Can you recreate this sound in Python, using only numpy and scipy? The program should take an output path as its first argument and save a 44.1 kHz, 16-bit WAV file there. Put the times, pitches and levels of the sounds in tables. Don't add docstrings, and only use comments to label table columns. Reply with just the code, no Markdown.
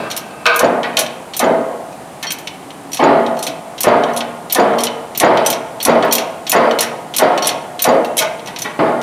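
import sys
import numpy as np
from scipy import signal
from scipy.fft import rfft, irfft, next_fast_len
from scipy.io import wavfile
from scipy.ndimage import uniform_filter1d

SR = 44100
rng = np.random.default_rng(int(sys.argv[2]) if len(sys.argv) > 2 else 0)


def invert_db(level):
    return 10 ** (np.asarray(level, dtype=float) / 20)


def dump(signal):
    limited = np.clip(np.atleast_2d(signal).T, -1, 1)
    pcm = np.round(limited * 32767).astype(np.int16)
    wavfile.write(sys.argv[1], SR, pcm)


N = 397782


def evened(x):
    return x / np.sqrt(np.mean(x ** 2) + 1e-20)


def read(points, hz):
    f, value = np.transpose(points)
    return np.interp(np.log(hz + 1), np.log(f + 1), value)


def add(mix, start_s, sound):
    part = mix[round(start_s * SR):][:len(sound)]
    part += sound[:len(part)]


def shaped(x, gain_db):
    size = next_fast_len(len(x), True)
    return irfft(rfft(x, size) * invert_db(gain_db(np.fft.rfftfreq(size, 1 / SR))), size)[:len(x)]


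def dying_noise(colour, t60, seconds):
    hz, t, z = signal.stft(rng.standard_normal(round(seconds * SR)), SR, nperseg=512)
    z = z * invert_db(read(colour, hz)[:, None] - 60 * t / read(t60, hz)[:, None])
    tail = signal.istft(z, SR, nperseg=512)[1]
    return tail / np.linalg.norm(tail)


def rings(hz, db, t60, t, spread=0., count=1):
    hz, db, t60 = (np.repeat(v, count) for v in (hz, db, t60))
    detune, start = rng.standard_normal(len(hz)), rng.random(len(hz))
    pole = np.exp((2j * np.pi * hz * (1 + spread * detune) - np.log(1000) / t60) / SR)
    swing = np.cumprod(np.broadcast_to(pole[:, None], (len(hz), len(t))), axis=1)
    return ((invert_db(db) * np.exp(2j * np.pi * start)) @ swing).real


# start_s, peak_db [dB]
SLACK_HITS = [(0.542, -15), (1.335, -12), (3.7786, -15), (4.498, -11), (5.149, -13.5), (5.8017, -11),
              (6.467, -9), (7.138, -9), (7.7923, -7.5)]
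VALVE_HITS = [(0.5595, -6.5), (1.3656, -5), (3.8053, -1.5), (4.5235, -0.5), (5.1744, -5.5), (5.827, -5),
              (6.4946, -2.5), (7.1635, 0), (7.82, -1)]
SEAT_HITS = [(0.5916, -0.5), (1.3924, -0.5), (3.8322, -0.5), (4.5473, 0), (5.199, 2.5), (5.8499, 3),
             (6.517, 3), (7.183, 2.5), (7.8412, 1)]
# start_s, peak_db [dB]
TICK_HITS = [(0.307, -28), (0.4642, 2.5), (0.831, -11.5), (1.063, -11.5), (2.472, -7), (2.7043, -20.5),
             (3.263, -14), (4.0357, -12), (4.2054, -6), (4.7346, -24), (4.8688, -6.5), (5.3725, -8.5),
             (6.0246, -9.5), (6.0811, -25), (6.7106, -9), (7.3756, -4.5), (8.3938, -22), (8.561, -8)]
# start_s, peak_db [dB]
BALL_HITS = [(0.174, -8), (2.322, -10), (2.405, -30), (5.501, -0.5), (6.046, -24), (6.124, 6.5),
             (6.137, -2.5), (6.1508, 2)]
# start_s, peak_db [dB], pitch_hz [Hz] of the strongest ring
PIN_HITS = [(0.164, -8, 11000), (0.9893, 3.5, 10770), (2.3189, -4.5, 3140), (2.385, -18.5, 3130),
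            (2.917, -17, 5640), (2.931, -8.5, 5750), (2.944, -9, 10900), (3.389, -16, 4180),
            (3.4256, -6, 8600), (3.435, -10.5, 6040), (4.133, -23, 5960), (4.1624, -10, 6030),
            (4.1727, -8.5, 10600), (4.804, -10.5, 5230), (4.835, 0, 10660), (5.461, 1, 6000),
            (6.806, 2, 10900), (6.826, -5, 5600), (7.4702, 2.5, 11000), (8.1683, -6.5, 11000),
            (8.1775, -1, 3890), (8.1872, 4, 3890), (8.5866, -11, 6680), (8.61, -22, 13000),
            (8.6186, -7.5, 6020)]
# start_s, peak_db [dB], pitch_hz [Hz] of the strongest ring
LINK_HITS = [(0.1006, -14, 5730), (0.1122, -7, 3060), (0.9687, 3, 3110), (1.926, -30.5, 2530),
             (2.2267, -7, 6130), (2.2542, -27, 4360), (2.2686, -19, 4360), (2.3045, -4.5, 6100),
             (2.9702, -9, 4360), (3.3683, -22, 2560), (3.466, -4, 3105), (4.785, -10.5, 3130),
             (5.449, -20, 5830), (5.527, -5.5, 5580), (6.11, -15, 4360), (6.1811, -1.5, 5750),
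             (6.7871, -2, 4300), (7.423, -7, 5600), (7.445, -8, 4380), (7.456, -7, 5630),
             (7.4896, -2, 4390), (8.046, -16, 2740), (8.221, -5.5, 2400), (8.459, -20, 6200),
             (8.4718, -14, 2660), (9.0134, -17.5, 2870)]
# treble_db, ring t60_s, strongest ring's own_db
SLACK, VALVE, SEAT = (-25.5, 0.09, -9), (0, 0.083, 0.5), (-7, 0.067, -6)
TICK, BALL, PIN = (-31, 0.057, -3), (-8, 0.08, -0.91), (-9, 0.099, -2.5)
LINK, JOLT = (-19, 0.091, -6), (-40, 0.094, -3.5)
SLACK_HZ, VALVE_HZ, SEAT_HZ, TICK_HZ, JOLT_HZ = 3930, 13800, 10900, 3018, 4700
JOLT_S, JOLT_DB = 0.011, -4
PLAY_S, PLAY_DB = 0.008, -2.0


def contacts():
    kinds = [(SLACK_HITS, SLACK_HZ, SLACK), (VALVE_HITS, VALVE_HZ, VALVE), (SEAT_HITS, SEAT_HZ, SEAT),
             (TICK_HITS, TICK_HZ, TICK), (BALL_HITS, VALVE_HZ, BALL)]
    rows = [(s, db, hz, *sound) for table, hz, sound in kinds for s, db in table]
    rows += [(*row, *PIN) for row in PIN_HITS]
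    rows += [(*row, *LINK) for row in LINK_HITS]
    rows += [(s + JOLT_S, db + JOLT_DB, JOLT_HZ, *JOLT) for s, db, *_ in SLIPS[:-1]]
    rows += [(s + PLAY_S, db + PLAY_DB, TICK_HZ, *SLACK) for s, db in SLACK_HITS]
    return sorted(rows)


# pitch_hz [Hz], width_hz [Hz], level_db [dB]
HANDLE_MODES = [(2225, 38, -8), (2560, 80, -2), (3217, 77, 0.5), (4360, 73, 3), (4500, 150, -25),
                (5750, 61, -3), (6210, 76, -8), (7020, 44, -1), (6900, 75, -38.5), (7820, 130, -4),
                (8650, 59, 6), (10100, 59, -8), (10100, 29, -21.5), (11000, 110, -21), (10460, 33, -19),
                (11800, 71, -25), (13700, 110, -42.5), (13340, 39, 2.5), (14230, 33, -2), (13720, 28, 5)]
# freq_hz [Hz], density_db [dB per Hz]
SNAP_COLOUR = [(710, -30), (2200, -6.5), (4140, -1), (4720, -8.5), (5820, 2.5), (7570, -7), (11000, -0.5),
               (12400, -5), (14300, -14), (16500, -32)]


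def handle():
    out, t = np.zeros(N), np.arange(round(.12 * SR)) / SR
    mode_hz, width, mode_db = np.transpose(HANDLE_MODES)
    hits = contacts()
    for (s, peak_db, hz, treble_db, t60, own_db), after in zip(hits, hits[1:] + [(N,)]):
        tilt = lambda f: (treble_db + 6.0) * np.clip(np.log2((f + 1) / 3800.0) / 1.52, 0, 1)
        t60 = np.clip(t60, .02, .25)
        spot_db = 4.5 * rng.standard_normal(len(mode_hz))
        level_db = mode_db + tilt(mode_hz) + spot_db
        modes = rings(mode_hz, level_db, .65 * t60 + 0 * width, t, .004, count=2)
        own = rings(np.array([hz]), np.array([own_db - 5.]), np.array([.7 * t60]), t, .005, count=3)
        bounce = np.linspace(.45, .1, 500) * rng.standard_normal(500)
        bounces = np.r_[1, bounce * (rng.random(500) < .012)]
        ring = signal.fftconvolve(invert_db(-0.5) * modes / abs(modes).max() + own, bounces)[:len(t)]
        snap = evened(shaped(rng.standard_normal(len(t)), lambda f: read(SNAP_COLOUR, f) + tilt(f)))
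        snap *= invert_db(-5.5 - 60 * t / (1.5 * t60)) + invert_db(-4.0 - 60 * t / 0.018)
        choke = invert_db(-60 * np.maximum(t - (after[0] - s), 0) / 0.022)
        onset = np.minimum(t / (0.02 * t60), 1)
        add(out, s, invert_db(peak_db - 9.0) * (ring + snap) * onset * choke)
    return out


# pitch_hz [Hz], level_db [dB]
FRAME_MODES = [(160, -44), (236, -25.5), (282, -38), (345, -47), (405, -40), (458, -27), (520, -31.5),
               (600, -32.5), (655, -23.5), (712, -23.5), (755, -32.5), (835, -28), (869, -29), (951, -29),
               (1078, -31.5), (1237, -33.5), (1404, -34.5), (1520, -68), (1630, -42.5), (1850, -44.5),
               (1920, -49), (2090, -45.5), (2350, -74), (3053, -46.5)]
# freq_hz [Hz], density_db [dB per Hz]
BOOM_COLOUR = [(35, -75), (60, -40.5), (225, -7), (404, -9.5), (655, -0.5), (791, -13.5), (860, -10),
               (1650, -21.5), (1910, -20.5), (2510, -30), (4900, -42.5), (5790, -55), (9000, -70),
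               (11700, -92), (19800, -120)]
# freq_hz [Hz], t60_s [s]
BOOM_DECAY = [(60, 1), (200, 0.77), (600, 0.97), (1500, 0.87), (3000, 0.77), (7000, 0.58)]


def struck_frame(force, bright, ring):
    hz, db = np.transpose(FRAME_MODES)
    t = np.arange(round(1.2 * SR)) / SR
    t60 = [(f, d * ring) for f, d in BOOM_DECAY]
    modes = rings(hz, db + rng.standard_normal(len(hz)), 1.48 * read(t60, hz), t, spread=0.01217, count=3)
    boom = dying_noise(BOOM_COLOUR, t60, len(t) / SR)[:len(t)]
    boom = boom * (1 + 0.54 * np.exp(-t / 0.019))
    body = invert_db(-3.5) * modes / np.linalg.norm(modes) + boom

    def colour(f):
        tilt_db = bright * np.log2(np.clip(f, 150, 6000) / 650)
        return tilt_db + 36.0 * np.minimum(np.log2((f + 1) / 121.0), 0)

    return signal.fftconvolve(shaped(force, colour), body * np.minimum(t / 0.0023, 1))


# start_s, blow_db, slip length_s, shudder_db under the blow, bright [dB
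SLIPS = [(0.63, -10, 0.13, -20, -1), (1.429, -12.5, 0.096, -2, -1.5), (3.024, -8, 0.094, -1.5, 0.5),
         (3.868, -6.5, 0.093, -5.5, 0.5), (4.584, -10, 0.162, -5.5, 0), (5.232, -5.5, 0.12, -7.5, 1),
         (5.882, -8, 0.099, -4.5, 1), (6.549, -9, 0.125, -4.5, 1.5), (7.22, -8.5, 0.11, -8, 1.5),
         (7.875, -9.5, 0.065, -6, -0.5), (8.79, -11.5, 0.107, -5, 0)]
# start_s, blow_db, bright [dB per octave]
FRAME_KNOCKS = [(0.828, -19, 12), (0.97, -9, 3), (2.225, -25.5, 13.5), (2.99, -2.5, 3.5), (3.47, -19, -3),
                (4.072, -21, 8.5), (4.2, -23, 9), (4.869, -27, 11), (5.372, -25.5, 15.5), (5.504, -19, 5),
                (6.023, -6.5, 5.5), (6.161, -9, 0), (6.811, -20, 12), (7.469, -12, 4.5), (8.201, -7.5, 5.5),
                (8.467, -21, 8), (8.641, -10, 6)]
# pitch_hz [Hz], level_db [dB], t60_s [s]
RAM_PINGS = [(4740, -31, 0.16), (6800, -25.5, 0.072), (13300, -45.5, 0.055)]
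SEAT_KNOCK_S, SEAT_KNOCK_DB, SEAT_KNOCK_BRIGHT = 0.0037, -4.5, 4.6
KNOCK_S = 0.0052


def frame():
    out, knocks, u = np.zeros(N), np.zeros(N), np.arange(round(.3 * SR)) / SR
    ping_hz, ping_db, ping_t60 = np.transpose(RAM_PINGS)
    ping_spread = np.repeat([.02, .002, .002], 2)
    for s, blow_db, length, shudder_db, bright in SLIPS:
        stick_db = 4.6 * rng.standard_normal(len(u))
        slide = np.clip((length - u) / 0.0083, 0, 1) * invert_db(shudder_db - 18.0 + stick_db)
        force = rng.standard_normal(len(u)) * slide + invert_db(20.0) * (u == u[88])
        add(out, s - u[88], invert_db(blow_db + 16.0) * struck_frame(force, bright, 1))
        if s < SLIPS[-1][0]:
            ping = rings(ping_hz, ping_db, ping_t60, u, ping_spread, count=2)
            add(out, s + .015, invert_db(blow_db + 6.5) * ping)
    seats = [(s + SEAT_KNOCK_S, SEAT_KNOCK_DB + 0.22 * db, SEAT_KNOCK_BRIGHT) for s, db in SEAT_HITS]
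    for s, blow_db, bright in FRAME_KNOCKS + seats:
        force = rng.standard_normal(len(u)) * u / KNOCK_S * np.exp(1 - u / KNOCK_S)
        force = shaped(force, lambda f: bright * np.log2(np.clip(f, 150, 2500) / 650))
        add(knocks, s, invert_db(blow_db - 4.5) * force)
    out += struck_frame(knocks, 0, 0.65)[:N]
    add(out, 0, invert_db(12.5) * struck_frame(1. * (u == 0), -3.2, 1))
    return out


# start_s, peak_db [dB], damping factor (longer ring when higher)
PLATE_STRIKES = [
    (0.0, -28.5, 3.5),
    (0.4563, -7.5, 0.44),
    (8.659, -44, 0.7),
]
# pitch_hz [Hz], width_hz [Hz], level_db [dB]
PLATE_MODES = [(471, 36, -5.5), (680, 15, -2), (900, 26, -26), (1025, 25, -4.5), (1263, 38, -1.5),
               (1533, 65, -1), (2340, 44, -10.5), (2600, 26, -12.5), (2626, 34, -7), (3130, 19, -37),
               (3260, 48, -19), (3600, 27, -37), (3760, 15, -21), (3890, 37, -19), (4100, 26, -37),
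               (4490, 110, -22.5), (4940, 26, -31), (5750, 210, -43)]


def plate():
    out, t = np.zeros(N), np.arange(SR // 2) / SR
    hz, width, db = np.transpose(PLATE_MODES)
    for s, peak_db, slower in PLATE_STRIKES:
        ring = rings(hz, db + 4.7 * np.log2(hz / 1000), slower * 1.2 + 0 * hz, t, spread=0.033, count=9)
        rattle = shaped(rng.standard_normal(len(t)), lambda f: -10. * abs(np.log2((f + 20) / 1150.0)))
        rattle = invert_db(-12.5 - 60 * t / (.5 * slower)) * evened(rattle)
        settle = invert_db(-8. * np.clip((t - .08) / .01, 0, 1))
        add(out, s, invert_db(peak_db + 9.0) * settle * (ring / abs(ring).max() + rattle))
    return out


# start_s, level_db [dB]
PAWL_SONGS = [(2.269, -22.5), (4.784, -25.5), (6.112, -20.5), (7.423, -19.5)]
PAWL_HZ = np.array([3200., 4370., 5680.])


def pawl():
    out, t = np.zeros(N), np.arange(round(0.044 * SR)) / SR
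    for s, db in PAWL_SONGS:
        tones = rings(PAWL_HZ, db + 0 * PAWL_HZ, 0.49 + 0 * PAWL_HZ, t)
        add(out, s, tones * np.sqrt(1 - t / t[-1]))
    return out


def garage(x):
    colour = [(500, 10), (3000, 0.0), (8000, -14), (16000, -30)]  # Hz, dB
    t60 = [(1000, 0.96), (4000, 0.43), (12000, 0.68)]  # Hz, s
    tail = dying_noise(colour, t60, 0.67)
    return signal.fftconvolve(x, np.r_[np.zeros(200), tail])[:N]


# freq_hz [Hz], density_db [dB per Hz]
AIR_COLOUR = [(12, -57), (20, -28), (60, -24.5), (124, -12.5), (155, -5.5), (237, -10.5), (273, -6.5),
              (506, -12), (771, -5.5), (839, -9), (1560, -20.5), (5510, -33), (9400, -28.5), (15100, -42.5),
              (16500, -64)]
# start_s, pitch_hz [Hz], level_db [dB]
SPRING_HUM = [
    (2.7, 265, -66),
    (2.8, 278.4, -38.5),
    (3.0, 276.5, -39),
]


def air():
    s, hz, db = np.transpose(SPRING_HUM)
    t = np.arange(N) / SR
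    phase = 2 * np.pi * np.cumsum(np.interp(t, s, hz)) / SR
    hum = invert_db(np.interp(t, s, db, -90, -90)) * np.sqrt(2) * np.sin(phase)
    noise = evened(shaped(rng.standard_normal(N), lambda f: read(AIR_COLOUR, f)))
    return invert_db(-32.5) * noise + hum


# freq_hz [Hz], side minus mid level_db [dB]
SIDE_LEVEL = [(60, -25.5), (130, -57), (290, -23.5), (640, -19.5), (1410, -12.5), (3100, -10), (6820, -6.5),
              (15000, -5)]
# freq_hz [Hz], left minus right level_db [dB]
LEAN = [(60, 0.0), (180, 0.0), (550, 0.0), (1650, 0.0), (4970, -0.5), (15000, -0.5)]


def scene():
    near = handle() + plate()
    mid = near + invert_db(-6.5) * garage(near) + frame() + air() + pawl()
    smear = rng.standard_normal(1500) * np.exp(-np.arange(1500) / 390.0)
    other = signal.oaconvolve(mid, smear / np.linalg.norm(smear))[:N]
    side = shaped(other, lambda f: read(SIDE_LEVEL, f) - 11.5)
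    return np.array([shaped(mid, lambda f: way * read(LEAN, f) / 2) + way * side for way in (1, -1)])


def top_cut(x):
    return signal.sosfilt(signal.butter(12, 16630, fs=SR, output="sos"), x)


def record(dry):
    peak_db = 20 * np.log10(abs(dry).max(0) + 1e-9)
    fall = np.arange(N) * 46.0 / SR
    over_db = np.maximum(np.maximum.accumulate(peak_db + fall) - fall, 0)
    held = dry / invert_db(0.41 * uniform_filter1d(over_db, 60))
    held = .97 * held / (1 + (held / .97) ** 4) ** .25

    def band(f):
        low_cut = 5.4 * np.minimum(np.log2((f + 1) / 72.0), 0)
        return low_cut - 80 * np.clip((f - 16450) / 300, 0, 1)

    return top_cut(np.array([shaped(c, band) for c in held]))


dry = scene()
out = record(dry)
dump(out)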